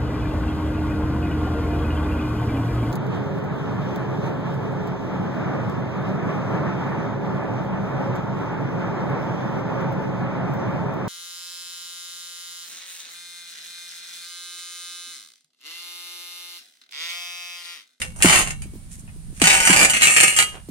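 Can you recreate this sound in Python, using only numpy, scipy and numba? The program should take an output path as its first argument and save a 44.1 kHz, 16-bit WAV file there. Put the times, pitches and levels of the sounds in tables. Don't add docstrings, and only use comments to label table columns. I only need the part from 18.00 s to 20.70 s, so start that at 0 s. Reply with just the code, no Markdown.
import sys
import numpy as np
from scipy import signal
from scipy.fft import rfft, irfft
from scipy.io import wavfile
from scipy.ndimage import uniform_filter1d
from numba import njit

SR = 44100
rng = np.random.default_rng(int(sys.argv[2]) if len(sys.argv) > 2 else 0)


def to_wav(s):
    ch = np.atleast_2d(s).T
    pcm = np.round(np.clip(ch, -1, 1) * 32767)
    wavfile.write(sys.argv[1], SR, pcm.astype(np.int16))


N = 119070
T = np.arange(N) / SR
AGE = T[:SR * 3 // 5]
TOP_HZ = 15800


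def undb(db):
    return 10 ** (np.asarray(db) / 20)


def fade(t60_s):
    return np.exp(-np.log(1000) * AGE / t60_s)


def add(out, start_s, sound):
    i = max(int(start_s * SR), 0)
    out[..., i:i + sound.shape[-1]] += sound[..., :N - i]


def curve(points, hz, axis=1):
    p = np.array(points, float)
    return np.interp(np.log(hz + 1), np.log(p[:, 0]), p[:, axis])


def noise(size):
    return rng.standard_normal((2, size))


# f/Hz, side re mid/dB, left minus right/dB
IMAGE = [(40.4, 3, -3), (149, -11, -2.5), (510, -3.5, -2.5), (1300, 2, 0), (2170, 2.5, 3.5),
         (2900, -1.5, -1), (8160, 0.5, -0.5), (10040, 1, -21.5), (9380, -1, 0.5)]


def colour(white, points):
    n = white.shape[-1]
    hz = np.fft.rfftfreq(n, 1 / SR)
    mid, side = rfft(white) * undb(curve(points, hz))
    width = undb(curve(IMAGE, hz))
    sign = np.array([[1], [-1]])
    balance = undb(sign * curve(IMAGE, hz, axis=2) / 2)
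    stereo = (mid + sign * width * side) / np.hypot(1, width)
    y = irfft(stereo * balance, n)
    return y / y.std()


def tilt(x, low_db, treble_db):
    n = x.shape[-1]
    shelf = [(1000, low_db), (1900, 0), (3200, 0), (6500, treble_db)]
    return irfft(rfft(x) * undb(curve(shelf, np.fft.rfftfreq(n, 1 / SR))), n)


# f/Hz, level/dB per Hz
CLANK = [(40, -10.5), (130, -7.5), (250, -12), (500, -9), (830, -4), (1030, -12), (1250, -5), (1600, -2.5),
         (2200, 1.5), (2900, -0.5), (3600, -12.5), (4600, -8.5), (5250, -12.5), (6300, -5.5), (7800, -2),
         (9200, -3), (10300, -9.5), (11000, -18.5), (12200, -14.5), (15500, -44)]
PIPES = { "A": [(790, -12, .25), (1810, -2, .15), (2197, -7, .22), (2228, -24, 1.1), (2740, 0, .19),
         (2775, -17, .5), (3973, -31, .7), (6255, -14, .35), (6912, -7, .16), (8263, -5, .16)],
         "B": [(775, -8, .35), (904, -9, .3), (1480, -1, .22), (1914, -4, .18), (2718, -4, .18),
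         (2837, -8, .2), (3068, -2, .28), (5992, -6, .22), (6718, -5, .18), (8178, -2, .2), (8258, -2, .28),
         (9308, -2, .2)], "C": [(1235, -7, .2), (1850, -4, .22), (2126, -1, .2), (2250, 0, .2),
         (2444, -4, .15), (2631, -3, .15), (2842, -5, .38), (6202, -9, .2), (7445, -1, .22), (8301, -4, .3),
         (9012, -1, .18)], "D": [(1249, -3, .25), (1825, -4, .15), (2058, 0, .15), (2276, 1, .15),
         (2848, 4.5, .29), (3192, 0, .28), (7603, 2, .17)]}
# t/s, level/dB, low mids/dB, treble/dB, ring/dB, rattle length/s, pipe name
KNOCKS = [(0.0174, -16.5, -8, -6.5, -5, 0.0035, "A"), (0.161, -47, 17, 10, -19, 0.098, "A"),
          (0.204, -31.5, 11.5, -6, -21, 0.027, "A"), (0.2233, -7.5, -9, -0.5, -3, 0.007, "A"),
          (0.247, -10, 12, -1, -25, 0.012, "A"), (.258, -8, 0.5, -0.5, -28, 0.068, "A"),
          (0.3, -13, 9, -13, -27, 0.012, "A"), (0.324, -10, 7, -3, -21, 0.052, "A"),
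          (0.36, -9.5, -10.5, -4, -3, 0.016, "A"), (0.389, -20.5, 14, 8, -15, 0.013, "A"),
          (0.506, -24.5, 0.5, -0.5, -3, 0.0026, "A"), (0.62, -37, 5, 4, -7, 0.0096, "A"),
          (1.077, -46.5, 7.5, -21, -7, 0.016, "A"), (1.399, -28.5, 1.5, -1.5, -21, 0.03, "B"),
          (1.417, -6.5, 2, -3, -29, 0.012, "B"), (1.44, -10, -4, -3, 0, 0.019, "B"),
          (1.471, -7, 0.5, -2, -20, 0.04, "B"), (1.507, -6, 1, -4.5, -13, 0.036, "B"),
          (1.529, -12.5, 2.5, -2.5, -1.5, 0.041, "B"), (1.602, -15, 2, 1, -2.5, 0.04, "B"),
          (1.652, -16.5, -1.5, 2.5, 2, 0.032, "B"), (1.674, -6, 2, 0, -18, 0.0057, "B"),
          (1.693, -7.5, -1, -5, -14, 0.045, "B"), (1.729, -13.5, 4.5, -1, -4, 0.033, "B"),
          (1.763, -9, 2.5, -1.5, -20, 0.038, "B"), (1.807, -11, 4, -4.5, -10, 0.052, "B"),
          (1.83, -9, 1.5, 0, -24, 0.027, "B"), (1.898, -15.5, -6, 3, 0, 0.0094, "B"),
          (1.935, -14.5, -3.5, -3.5, -3.5, 0.063, "C"), (2.02, -9, -3.5, -0.5, -1.5, 0.022, "C"),
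          (2.053, -10.5, -5, 2, -24, 0.017, "C"), (2.071, -7, 0.5, 0.5, -14, 0.019, "C"),
          (2.1, -19, -1, 4, 3, 0.099, "C"), (2.164, -8, -4.5, -5.5, -7, 0.057, "C"),
          (2.202, -11.5, -2, 2, -22, 0.065, "C"), (2.233, -4.5, 3.5, 1, -2.5, 0.0062, "C"),
          (2.2808, -8.5, -35, -8, -2, 0.0031, "C"), (2.31, -31, -12, 3, 0.5, 0.087, "C"),
          (2.364, -23.5, 0, 10, 3, 0.024, "D"), (2.388, -5.5, -0.5, 0, -6.5, 0.015, "D")]
RING_DB, NEIGHBOUR_DB = -7.5, -18
CRACK_T60_S, CRACK_DB = .025, -1
FITTING_DB = -0.5


def pipes():
    out = np.zeros((2, N))
    rings = {name: ring(modes) for name, modes in PIPES.items()}
    frame = undb(NEIGHBOUR_DB) * sum(rings.values())
    fittings = {name: fitting() for name in PIPES}
    cracks = colour(noise(N), CLANK)
    snap = undb(CRACK_DB) * fade(CRACK_T60_S)
    end_fade = np.minimum(1, 10 * (AGE[-1] - AGE))
    for start_s, db, low_db, treble_db, ring_db, length_s, name in KNOCKS:
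        start = rng.integers(N - len(AGE))
        force = contacts(length_s)
        crack = cracks[:, start:start + len(AGE)] * snap
        clank = crack + undb(FITTING_DB) * jangle(*fittings[name])
        rattle = signal.fftconvolve(clank, force[None], axes=1)[:, :len(AGE)]
        build_up = np.sqrt(np.cumsum(force ** 2))
        tone = undb(RING_DB + ring_db) * (rings[name] + frame) * build_up
        add(out, start_s, undb(db) * tilt(rattle + tone, low_db, treble_db) * end_fade)
    return out


def ring(modes):
    out = 0
    for hz, db, t60_s in modes:
        quarter = rng.choice([-1, 1]) * np.array([[0], [np.pi / 2]])
        phase = rng.uniform(0, 2 * np.pi) + quarter
        out = out + undb(db) * np.sin(2 * np.pi * hz * AGE + phase) * fade(t60_s)
    return out


RATTLE_PER_S, RATTLE_DB, RATTLE_SCATTER_DB = 220, -5, 4.5


def contacts(length_s):
    place, size = rng.random(size=40), rng.standard_normal(size=40)
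    when_s = (np.arange(len(place)) + 1 + place) / RATTLE_PER_S
    die_off = 1 / (1 + (when_s / length_s) ** 4) ** .5
    force = undb(RATTLE_DB + RATTLE_SCATTER_DB * size) * die_off
    out = np.zeros(len(AGE))
    out[np.minimum((when_s * SR).astype(int), len(AGE) - 1)] = force
    out[0] = 1
    return out


FITTING_GAP_HZ, FITTING_SCATTER_DB = 65, 4


def fitting():
    slots = np.arange(1, TOP_HZ // FITTING_GAP_HZ)
    hz = (slots + rng.random(len(slots))) * FITTING_GAP_HZ
    return hz, FITTING_SCATTER_DB * rng.standard_normal(len(slots))


FITTING_T60_S, CONTACT_SCATTER_DB = 0.092, 5.5


def jangle(hz, db):
    evenness = np.minimum(hz / 1500, 1)
    db = (db + CONTACT_SCATTER_DB * rng.standard_normal(len(hz))) * evenness
    lines = np.zeros((2, len(AGE) // 2 + 1), complex)
    phases = np.exp(2j * np.pi * rng.random((2, len(hz))))
    lines[:, (hz * len(AGE) / SR).astype(int)] = undb(db) * phases
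    return colour(irfft(lines, len(AGE)), CLANK) * fade(FITTING_T60_S)


# f/Hz, level/dB per Hz
DECK = [(30, -10), (60, -40), (120, 11), (200, 17.5), (400, -18), (750, -10), (1500, -13.5)]
# t/s, level/dB
THUDS = [(.246, -1.5), (0.656, -35), (0.736, -31.5), (0.755, -32.5), (.985, -43), (1.034, -44),
         (1.162, -40.5), (1.3, -44), (1.326, -38), (1.417, -7.5), (1.531, -47), (1.698, -8.5), (1.821, -18),
         (1.942, -37), (2.235, -17.5), (2.687, -25)]
PLANK_HZ, PLANK_SWEEP_HZ, SWEEP_S, PLANK_T60_S = 156, 280, .008, .11
DECK_DB, DECK_T60_S = -14, .22


def planks():
    out = np.zeros((2, N))
    hz = PLANK_HZ + PLANK_SWEEP_HZ * np.exp(-AGE / SWEEP_S)
    weight = np.sqrt(PLANK_HZ / hz)
    bend = -np.sin(2 * np.pi * np.cumsum(hz) / SR) * fade(PLANK_T60_S) * weight
    for start_s, db in THUDS:
        boom = colour(noise(len(AGE)), DECK) * fade(DECK_T60_S)
        add(out, start_s, undb(db) * (bend + undb(DECK_DB) * boom))
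    return out


# f/Hz, level/dB per Hz
GRIT = [(200, 9.5), (800, 11), (2500, 10), (5000, -3), (9000, 2.5), (11000, -6.5), (15500, -25)]
# centre t/s, length (Gaussian sigma)/s, level/dB, treble/dB
SCRAPES = [(.0, 0.056, -40, 9.5), (0.937, 0.021, -51.5, 17), (1, 0.011, -59, 22),
           (1.381, 0.023, -48.5, 12.5), (2.566, 0.024, -43.5, -5)]
GRIT_PER_S, GRIT_DB, GRIT_FALL_S = 360, -19.5, 0.043


def grit():
    shake = np.zeros(N)
    for start_s, db, *_ in KNOCKS:
        add(shake, start_s, undb(db) ** 2 * np.exp(-AGE / GRIT_FALL_S * 2))
    grains = noise(N) * (rng.random(N) < GRIT_PER_S / SR)
    out = colour(grains, GRIT) * np.sqrt(shake) * undb(GRIT_DB)
    rub = colour(noise(N) + 10 * grains, GRIT)
    for centre_s, length_s, db, treble_db in SCRAPES:
        swell = np.exp(-.5 * ((T - centre_s) / length_s) ** 2)
        out += tilt(rub, -treble_db, treble_db) * undb(db) * swell
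    return out


# f/Hz, level/dB per Hz
RUMBLE = [(15, -4), (25, 6.5), (95, -6), (170, -7), (210, -10.5), (281, -23.5), (600, -41), (900, -100)]
HISS = [(350, -27), (600, -1.5), (2000, -5.5), (6400, -7.5), (9120, 2.5), (15500, -22)]
# t/s, level re RUMBLE_DB/dB
RUMBLE_LEVEL = [(.1, 4), (.4, 10.5), (.9, 2.5), (1.8, 7.5), (2.05, -1.5), (2.7, -2.5)]
RUMBLE_DB, RUMBLE_WAVER_DB, HISS_DB = -40.5, -0.5, -52.5
TONE_HZ, TONE_DB, TONE_ENDS_S = 513, -50.5, 0.14


def outdoors():
    waver = colour(noise(N), [(1, 0), (15, 0), (40, -60), (200, -120)])[0]
    drift_db = np.interp(T, *np.array(RUMBLE_LEVEL).T)
    rumble = colour(noise(N), RUMBLE) * undb(RUMBLE_DB + drift_db + RUMBLE_WAVER_DB * waver)
    hiss = colour(noise(N), HISS) * undb(HISS_DB)
    faint_tone_gate = np.clip(20 * (TONE_ENDS_S - T), 0, 1)
    faint_tone = undb(TONE_DB) * np.sin(2 * np.pi * TONE_HZ * T) * faint_tone_gate
    return rumble + hiss + faint_tone


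YARD_T60_S, YARD_DB = 0.19, -27.5


def scene():
    near = pipes() + planks() + grit()
    echo = noise(len(AGE)) * fade(YARD_T60_S) * np.minimum(AGE / 0.015, 1)
    echo /= np.sqrt((echo ** 2).sum(axis=1, keepdims=True))
    yard = undb(YARD_DB) * signal.fftconvolve(near, echo, axes=1)[:, :N]
    return near + yard + outdoors()


@njit
def follow(x, attack, release):
    out, e = np.empty(len(x)), 0.
    for i in range(len(x)):
        e += (x[i] - e) * (attack if x[i] > e else release)
        out[i] = e
    return out


LIMIT_DB, LIMIT_ATTACK_S, LIMIT_RELEASE_S = -7.5, .0012, .09


def record(dry):
    dry = signal.sosfilt(signal.butter(2, 20, "high", fs=SR, output="sos"), dry)
    rms = np.sqrt(np.abs(uniform_filter1d((dry ** 2).mean(axis=0), size=180)))
    held = follow(rms, 1 / (LIMIT_ATTACK_S * SR), 1 / (LIMIT_RELEASE_S * SR))
    limited = dry / (1 + (held / undb(LIMIT_DB)) ** 4) ** (1 / 4)
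    top_cut = signal.ellip(8, .2, 70, TOP_HZ, fs=SR, output="sos")
    return signal.sosfilt(top_cut, np.clip(limited, -1, 1))


dry = scene()
out = record(dry)
to_wav(out)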